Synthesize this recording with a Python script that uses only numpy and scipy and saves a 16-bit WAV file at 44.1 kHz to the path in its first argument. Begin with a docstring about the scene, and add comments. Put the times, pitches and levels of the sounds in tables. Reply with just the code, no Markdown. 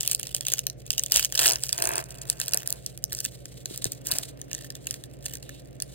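"""A small room with a low machine hum. Close to a pair of microphones, a foil pack of trading cards is
pinched, pulled open along its seam and peeled off the cards. Each flex of the fingers buckles the foil
into snapping creases and a fine crinkle. The crimp rips tooth by tooth, the glued seam lets go in a
quick run of slips, the loose wrapper slides over the cards and fingers knock on the stack."""
import sys
import numpy as np
from scipy import signal
from scipy.fft import rfft, irfft
from scipy.io import wavfile

SR = 44100
rng = np.random.default_rng(int(sys.argv[2]) if len(sys.argv) > 2 else 0)


def dump_mix(stems):
    """Bounce the given channels to the path in sys.argv[1] as a 16-bit WAV at rate SR."""
    frames = np.atleast_2d(stems).T  # one column per channel
    limited = np.clip(frames, -1, 1)  # hard clip at full scale
    pcm = np.round(limited * 32767).astype(np.int16)
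    wavfile.write(sys.argv[1], SR, pcm)


N = 262081

# Loud creases. Each row: start in seconds, level over 1 ms in dB, sheet ring relative to crack in dB.
LOUD_CREASES = [(.0078, -14.5, -12), (0.031, -19.5, -17), (0.0761, -10.5, -13.5), (0.1133, -12, -14),
                (.1183, -15, -11), (.1313, -18, -16), (0.1484, -10.5, -17), (0.196, -20.5, -6.5),
                (.2304, -21, -7), (.2694, -24, -8), (0.347, -11.5, -14), (.3647, -21.5, -11),
                (0.4086, -19.5, -8), (0.4677, -15, -9), (0.4834, -16, -5), (.5012, -23.5, -7),
                (0.5195, -18, -6), (0.5366, -9.5, -8.5), (0.5916, -14, -9), (0.6676, -13, -9),
                (0.6992, -22, -8), (.5824, -22.5, -4), (0.9045, -11, -6.5), (.9299, -23.5, -10),
                (0.9801, -12.5, -8.5), (0.9942, -11.5, -13.5), (1.0362, -15, -7.5), (1.0616, -20, -10),
                (1.1205, -4.5, -20.5), (1.1409, -16, -12), (1.1459, -16, -16), (1.16, -5.5, -9),
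                (1.1701, -9, -13), (1.1783, -14.5, -10), (1.1944, -11.5, 2.5), (1.2276, -17, -7),
                (1.2476, -9.5, -12.5), (1.2543, -17, -11), (1.3234, -19, -5), (1.3514, -15.5, -7.5),
                (1.3759, -13, 2), (1.3916, -7.5, -3), (1.4382, -14, 6.5), (1.4577, -7.5, 19),
                (1.4621, -8, -1), (1.4695, -7, -13), (1.6359, -14, -7.5), (1.6921, -17, -6.5),
                (1.7278, -10, -7.5), (1.8229, -10, -19.5), (1.8396, -19, -7), (1.854, -14, -18.5),
                (1.8722, -14.5, -18.5), (1.8901, -14, -21), (1.9559, -16, -16.5), (1.9804, -15.5, -12.5),
                (2.1059, -28.5, -11), (2.2163, -25.5, -12.5), (2.2995, -7.5, -18.5), (2.3999, -15, -7),
                (2.4145, -16.5, -4.5), (2.4817, -16.5, -7.5), (2.5348, -9.5, -8), (2.5445, -10.5, -16.5),
                (2.573, -12.5, -13), (2.6748, -14.5, -19), (2.704, -17.5, -29), (2.7256, -13.5, -21.5),
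                (2.8626, -18, -10.5), (2.9756, -29, -9), (3.04, -13, -22.5), (3.1226, -22.5, 0),
                (3.1296, -18.5, -15), (3.149, -20.5, -14.5), (3.2041, -18, -18.5), (3.2504, -14, -6),
                (3.2593, -23.5, 0), (3.4555, -28.5, -5), (3.6573, -19.5, -5), (3.7763, -22, -15),
                (3.8431, -12.5, -16), (3.8534, -22, -0.5), (3.9195, -19, -11), (4.0681, -25.5, -21),
                (4.1141, -13, 1), (4.1195, -14, -4), (4.1851, -12.5, -12.5), (4.4152, -25, -10),
                (4.5135, -27, 2), (4.531, -19.5, -9), (4.5491, -20, -11), (4.703, -24.5, -3.5),
                (4.7527, -28, -0.5), (4.8696, -18, -4.5), (4.909, -17, -11.5), (5.038, -30, 1),
                (5.2575, -20, -11.5), (5.2621, -20.5, -3), (5.3365, -24, -7), (5.3533, -26.5, -6.5),
                (5.4926, -29.5, 4), (5.801, -24.5, -4.5), (5.8217, -15.5, -11)]
# Fingers flex the foil. Each row: start in seconds, length in seconds, level in dB.
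FOIL_FLEXES = [(0.015, 0.11, -38.5), (0.19, 0.12, -47.5), (0.33, 0.25, -46), (0.89, 0.21, -49.5),
               (1.125, 0.071, -29), (1.21, 0.061, -43), (1.34, 0.48, -44), (1.40, 0.068, -24.5),
               (1.79, 0.22, -40.5), (2.07, 0.22, -50.5), (2.295, 0.023, -42), (2.40, 0.3, -43.5),
               (3.12, 0.12, -43.5), (4.06, 0.11, -39.5), (4.098, 0.027, -31.5), (4.51, 0.17, -52),
               (4.87, 0.075, -52), (5.245, 0.11, -49)]
# Crack of a crease. Each row: frequency in Hz, spectral density in dB.
CRACK_COLOUR = [(2500, -49), (4300, -6), (6300, 0), (7300, -5.5), (9000, -6), (11000, -6.5), (13500, -14),
                (16000, -9)]
# Sheet around a crease. Each row: frequency in Hz, spectral density in dB.
SHEET_COLOUR = [(200, -12), (650, -2.5), (1100, -8), (1750, -2.5), (2150, -14), (2650, -7), (4300, -2.5),
                (5800, 0)]
# Taut sheet of the sealed pack. Each row: frequency in Hz, gain over the open sheet in dB.
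TAUT_GAIN = [(1100, 1.5), (1700, -4.5), (2250, 2), (3000, 4.5), (4500, 2.5)]
# Glued seam peeling. Each row: time in seconds, slips per second, level in dB.
PEEL_CURVE = [(1.785, 53, -41), (1.83, 56, -34), (1.895, 61, -33.5), (1.93, 84, -35.5), (1.99, 90, -38.5),
              (2.035, 85, -54)]
# Pulls that drum the wrapper. Each row: start in seconds, length in seconds, level in dB.
WRAPPER_PULLS = [(1.13, 0.031, -44), (1.40, 0.12, -34), (1.74, 0.23, -46), (2.03, 0.73, -55),
                 (2.535, 0.024, -44), (4.10, 0.008, -40), (4.15, 0.039, -47)]
# Stretched wrapper. Each row: frequency in Hz, width in Hz, relative level in dB.
WRAPPER_MODES = [(378, 80, -5), (675, 37, 1.5), (720, 38, -5), (920, 160, -6.5), (1580, 310, -9.5),
                 (2580, 240, -12)]
# Knocks of fingers, cards and the jerked pack. Each row: start in seconds, level in dB, pitch in Hz.
PACK_KNOCKS = [(0.348, -25.5, 583), (0.521, -25.5, 503), (1.164, -34, 62), (1.441, -33, 62),
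               (2.547, -20.5, 560), (3.264, -32, 267), (3.709, -24, 385), (3.856, -17.5, 400),
               (3.862, -23, 140), (4.127, -25.5, 141), (4.154, -25.5, 655)]
# Wrapper slides over the cards. Each row: start in seconds, length in seconds, level in dB.
WRAPPER_SLIDES = [(2.74, .2, -58), (3.27, 0.34, -57.5), (3.683, 0.26, -48.5), (4.18, 0.1, -50),
                  (4.53, 0.1, -62), (4.78, 0.23, -59), (5.44, 0.14, -55.5), (5.895, 0.028, -47.5)]
# Foil sliding on card. Each row: frequency in Hz, spectral density in dB.
SLIDE_COLOUR = [(800, -9.5), (2000, -5.5), (2700, -6.5), (3900, 4), (5200, -0.5), (9000, 1.5),
                (16000, -8.5)]
# Fingertip rubs. Each row: start in seconds, length in seconds, level in dB.
FINGER_RUBS = [(4.51, 0.13, -59.5), (5.46, .12, -60)]
# Foil under the fingertip. Each row: frequency in Hz, width in Hz, relative level in dB.
SQUEAK_MODES = [(2700, 220, -1), (3800, 320, 2)]
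# Right microphone over the left. Each row: frequency in Hz, gain in dB.
RIGHT_OVER_LEFT = [(120, 3), (490, 1), (660, 12), (830, 2.5), (1280, -1), (1550, 3), (2300, 2),
                   (2800, 12.5), (3500, 4.5), (5300, 0.68)]
# Table and wall echoes. Each row: delay in seconds, level in dB.
EARLY_ECHOES = [(0.0111, -21.5), (0.0189, -30)]
# Machine hum. Each row: frequency in Hz, level in dB.
HUM_LINES = [(59.2, -56), (119.9, -52.5), (135.3, -51), (176.5, -59.5), (270.5, -76)]
# Low drone. Each row: time in seconds, level in dB.
DRONE_SWELL = [(3.3, -65.5), (4.05, -52), (5.9, -58)]
# Room air. Each row: frequency in Hz, spectral density in dB.
AIR_COLOUR = [(25, -39), (52, 5.5), (85, 1.5), (170, -3), (230, -9), (560, -6.5), (720, -15.5),
              (900, -35.5), (2000, -29), (7000, -45), (16000, -58)]


def snaps(creases):
    """Each crease splits its energy between a crack and two radiation paths of the sheet."""
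    cracks, rings = np.zeros(N), np.zeros((2, N))
    bright, low = response(CRACK_COLOUR), response(SHEET_COLOUR)
    for start_s, db, sheet_db in creases:
        strength = from_db(db) * np.sqrt(SR / 1000 / (1 + from_db(2 * sheet_db)))
        add(cracks, start_s, strength * crack(bright, smallness_db=-10.5 - sheet_db))
        for path in rings:
            add(path, start_s, strength * from_db(sheet_db) * sheet_ring(low))
    return cracks, rings


def buckle(colour, low_hz, high_hz, decay_s, facet_width_hz, rise_s=0.00011, size=700):
    """A crease flips: a brief burst rings three facets of random size."""
    t = np.arange(size) / SR
    life_s = decay_s * from_db(2 * rng.standard_normal())
    burst = rng.standard_normal(size) * (1 - np.exp(-t / rise_s)) * np.exp(-t / life_s)
    facets_hz = low_hz * (high_hz / low_hz) ** rng.random(size=3)
    facets = sum(resonate(burst, hz, facet_width_hz) for hz in facets_hz)
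    return energy_one(through(energy_one(burst) + energy_one(facets), colour))


def crack(colour, smallness_db=0):
    """Short, bright part of a buckle; small creases ring higher."""
    low_hz = min(5500 * from_db(smallness_db / 2), SR / 3)
    return buckle(colour, low_hz, high_hz=15000, decay_s=.0006, facet_width_hz=900)


def sheet_ring(colour):
    """Lower, longer ring of the foil around a crease."""
    return buckle(colour, low_hz=1623, high_hz=4540, decay_s=0.0026, facet_width_hz=320)


def crimp_rip(teeth=8, end_s=1.5572, gap_s=.0069, last_delay_s=.0165, last_db=-16, sheet_db=-7.5):
    """Crease rows, one per crimp tooth, slower and weaker towards the last."""
    from_last = np.arange(teeth)
    gaps_s = gap_s + last_delay_s * .45 ** from_last
    starts_s = end_s - (np.cumsum(gaps_s) - gaps_s)
    return [(s, db, sheet_db) for s, db in zip(starts_s, last_db + 0.92 * from_last)]


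def small_creases(tries=240, usual_per_s=16, usual_flex_db=-43, usual_db=-26.5):
    """Crease rows at random times, rarer and fainter while the foil rests."""
    over_db, rows = flexing_db() - usual_flex_db, []
    for (when, chance), (size, tone) in zip(rng.random((tries, 2)), rng.standard_normal((tries, 2))):
        i = int(when * N)
        per_s = usual_per_s * min(from_db(over_db[i]), 2)
        if chance < per_s * N / SR / tries:
            rows.append((i / SR, usual_db + 0.25 * over_db[i] + 4 * size, -10 + 6 * tone))
    return rows


def crinkle(usual_per_s=170, usual_flex_db=-44, crack_db=-2.5, sheet_db=-3, hiss_db=-13, variants=12):
    """Tiny creases, denser under harder flexing, over the hiss of foil on card."""
    level_db = flexing_db()
    per_s = usual_per_s * from_db(.55 * (level_db - usual_flex_db))
    sizes = rms_one(from_db(3 * np.minimum(rng.exponential(1, N), 3)))
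    clicks = (rng.random(N) < per_s / SR) * sizes * np.sqrt(SR / per_s)
    variant = rng.integers(0, variants, N)
    grip = from_db(hiss_db + 7.4 * drift(70))

    def layer(grain, colour):
        grains = sum(through(clicks * (variant == k), grain(colour)) for k in range(variants))
        hiss = grip * rms_one(through(rng.standard_normal(N), colour))
        return from_db(level_db) * (grains + hiss)

    rings = np.array([layer(sheet_ring, response(SHEET_COLOUR)) for _ in range(2)])
    return from_db(crack_db) * layer(crack, response(CRACK_COLOUR)), from_db(sheet_db) * rings


def sealed(rings, opens_s=1.27, opening_s=0.17):
    """The taut sheet rings higher until the pack opens."""
    loose = np.clip((np.arange(N) / SR - opens_s) / opening_s, 0, 1)
    taut = np.array([through(path, response(TAUT_GAIN)) for path in rings])
    return loose * rings + (1 - loose) * taut


def cupped(rings, folded_s=4.35):
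    """Once folded round the cards, the wrapper's hollow rings after each crease."""
    return rings + resonate(rings * (np.arange(N) / SR > folded_s), hz=1790, width_hz=180)


def seam(rasp_decay_s=0.0029, rasp_db=8, jerk_db=-1.5):
    """Stick-slip, a jerk and a rasp per slip; slips and pulls ring the stretched wrapper."""
    slips_per_s, level_db = in_time(PEEL_CURVE)
    peeling = during(PEEL_CURVE)
    slips = np.cumsum(slips_per_s * peeling) / SR
    strength = from_db(level_db + 2 * drift(59.96)) * peeling
    jerks = np.diff(np.ceil(slips), prepend=0) * np.sqrt(SR / slips_per_s) * strength * from_db(jerk_db)
    since_slip_s = (slips % 1) / slips_per_s
    rasp = from_db(rasp_db) * strength * np.exp(-since_slip_s / rasp_decay_s)
    pulls = effort(WRAPPER_PULLS, release_s=0.021)
    drives = jerks + (rasp + pulls) * rng.standard_normal((2, N))
    return np.array([through(drive, ringing(WRAPPER_MODES)) for drive in drives])


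def knocks(decay_cycles=1.22, sag=0.1):
    """Soft blows die in a few cycles and sink in pitch as the grip gives."""
    out, t = np.zeros(N), np.arange(SR // 6) / SR
    for start_s, db, hz in PACK_KNOCKS:
        rise, fade = 1 - np.exp(-4 * t * hz), np.exp(-t * hz / decay_cycles)
        cycles = np.cumsum(hz * (1 - sag + sag * fade)) / SR
        add(out, start_s, from_db(db) * rise * fade * np.sin(2 * np.pi * cycles))
    return out


def slides(catch_db=6, catches_per_s=90):
    """Foil glides on card: a broad swish that catches unevenly."""
    grip = effort(WRAPPER_SLIDES) * from_db(catch_db * drift(catches_per_s))
    colour = response(SLIDE_COLOUR)
    return np.array([grip * rms_one(through(noise, colour)) for noise in rng.standard_normal((2, N))])


def rubs():
    """A fingertip drags unevenly and drives the foil's resonances."""
    grip = effort(FINGER_RUBS) * from_db(2 * drift(70))
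    return np.array([through(grip * noise, ringing(SQUEAK_MODES)) for noise in rng.standard_normal((2, N))])


def effort(moves, attack_s=.015, release_s=0.0246):
    """Gain of hand movements: each swells up to its start, holds, dies away."""
    t, power = np.arange(N) / SR, 0
    for start_s, length_s, db in moves:
        outside = np.maximum(start_s - t, 0) / attack_s + np.maximum(t - start_s - length_s, 0) / release_s
        power = power + (from_db(db) * np.exp(-np.minimum(outside, 20))) ** 2
    return np.sqrt(power)


def flexing_db(held_db=-62):
    """Flexing level per sample; held foil barely stirs."""
    return 20 * np.log10(effort(FOIL_FLEXES) + from_db(held_db))


def microphones(x, lag_s=0.0001739, turn_hz=251):
    """The right port hears later, fuller and turned in phase above the bass."""
    hz = np.fft.rfftfreq(2 * N, 1 / SR)
    turn = (turn_hz - 1j * hz) / (turn_hz + 1j * hz) * np.exp(-2j * np.pi * hz * lag_s)
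    half_gain = np.array(RIGHT_OVER_LEFT) * [1, .5]
    left = through(x, response(half_gain * [1, -1], size=2048))
    right = through(x, response(half_gain, size=2048))
    return np.array([left, through(right, irfft(turn)[:2048])])


def room(x, t60_s=0.19, tail_db=-29.5, wall_hz=11000):
    """One side's reflections: smeared echoes and a short tail."""
    t = np.arange(SR // 2) / SR
    tail = rng.standard_normal(len(t)) * from_db(-60 * t / t60_s) * (t > .006)
    tail = signal.sosfilt(signal.butter(2, wall_hz, fs=SR, output="sos"), tail)
    impulse = from_db(tail_db) * energy_one(tail)
    for delay_s, db in EARLY_ECHOES:
        smear = rng.standard_normal(len(t)) * np.exp(-t / 0.00021)
        add(impulse, delay_s, from_db(db) * energy_one(smear))
    return through(x, impulse)


def background(waver_db=1.2, drone_hz=275, air_db=-55.5, diffuse_db=-47.5):
    """Wavering machine hum, a swelling drone and dull air noise, partly different per microphone."""
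    t, colour, hum = np.arange(N) / SR, response(AIR_COLOUR, size=8192), 0
    for hz, db in HUM_LINES:
        amplitude = np.sqrt(2) * from_db(db + waver_db * drift(3.23))
        hum += amplitude * np.sin(2 * np.pi * (hz * t + rng.random()) + 0.062 * drift(2.06))
    drone_noise = rms_one(resonate(rng.standard_normal(N), hz=319, width_hz=79))
    drone = from_db(in_time(DRONE_SWELL)[0]) * (drone_noise + np.sin(2 * np.pi * drone_hz * t))
    common, left, right = (rms_one(through(rng.standard_normal(N), colour)) for _ in range(3))
    diffuse = signal.sosfilt(signal.butter(2, 220, "high", fs=SR, output="sos"), [left, right])
    return microphones(hum + drone + from_db(air_db) * common) + from_db(diffuse_db) * diffuse


def from_db(db):
    return 10 ** (np.asarray(db) / 20)


def rms_one(x):
    return x / np.sqrt(np.mean(x ** 2) + 1e-20)


def energy_one(x):
    return x / np.sqrt(np.sum(x ** 2) + 1e-20)


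def in_time(rows):
    """Each value column of a curve, per sample."""
    times_s, *columns = np.transpose(rows)
    return [np.interp(np.arange(N) / SR, times_s, column) for column in columns]


def during(rows):
    """True between a curve's first and last row."""
    t = np.arange(N) / SR
    return (t > rows[0][0]) & (t < rows[-1][0])


def add(out, start_s, sound):
    i = max(0, round(start_s * SR))
    out[i:i + len(sound)] += sound[:len(out) - i]


def drift(knots_per_s):
    """Random wander, rms 1."""
    knots = rng.standard_normal(int(N / SR * knots_per_s) + 2)
    return rms_one(np.interp(np.arange(N) / SR * knots_per_s, np.arange(len(knots)), knots))


def response(spectrum, size=512):
    """Minimum-phase impulse response of a colour."""
    hz, db = np.transpose(spectrum)
    grid_hz = np.maximum(np.fft.rfftfreq(size, 1 / SR), 1)
    cepstrum = irfft(np.log(from_db(np.interp(np.log(grid_hz), np.log(hz), db))))
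    cepstrum[1:size // 2] *= 2
    cepstrum[size // 2 + 1:] = 0
    return irfft(np.exp(rfft(cepstrum)))


def through(x, impulse):
    return signal.oaconvolve(x, impulse)[:len(x)]


def resonate(x, hz, width_hz):
    """One resonance, peak gain 1."""
    r = np.exp(-np.pi * width_hz / SR)
    gain = (1 - r * r) / 2
    return signal.lfilter([gain, 0, -gain], [1, -2 * r * np.cos(2 * np.pi * hz / SR), r * r], x)


def ringing(modes):
    """Impulse response of parallel resonances, signs alternating."""
    tap = signal.unit_impulse(2048)
    return energy_one(sum((-1) ** k * from_db(db) * resonate(tap, hz, width_hz)
                          for k, (hz, width_hz, db) in enumerate(modes)))


def scene(breadth_db=-8.5):
    """Cracks and knocks come from one spot; the broad sheet also reaches the microphones unalike."""
    ambience, wrapper = background(), seam()
    fine_cracks, fine_rings = crinkle()
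    swish = slides()
    walls = [room(signal.unit_impulse(SR // 2)) for _ in range(2)]
    cracks, rings = snaps(LOUD_CREASES + crimp_rip() + small_creases())
    sheet_mid, sheet_side = cupped(sealed(rings + fine_rings)) + swish + rubs() + wrapper
    pack = cracks + fine_cracks + knocks() + sheet_mid
    breadth = from_db(breadth_db) * microphones(sheet_side) * [[1], [-1]]
    reflections = np.array([through(pack, wall) for wall in walls])
    return microphones(pack) + breadth + reflections + ambience


def record(dry, ceiling=.95, cutoff_hz=16000):
    """Soft clip, then a steep low-pass."""
    rounded = dry / (1 + (dry / ceiling) ** 4) ** (1 / 4)
    return signal.sosfilt(signal.ellip(10, .2, 80, cutoff_hz, fs=SR, output="sos"), rounded)


dry = scene()
out = record(dry)
dump_mix(out)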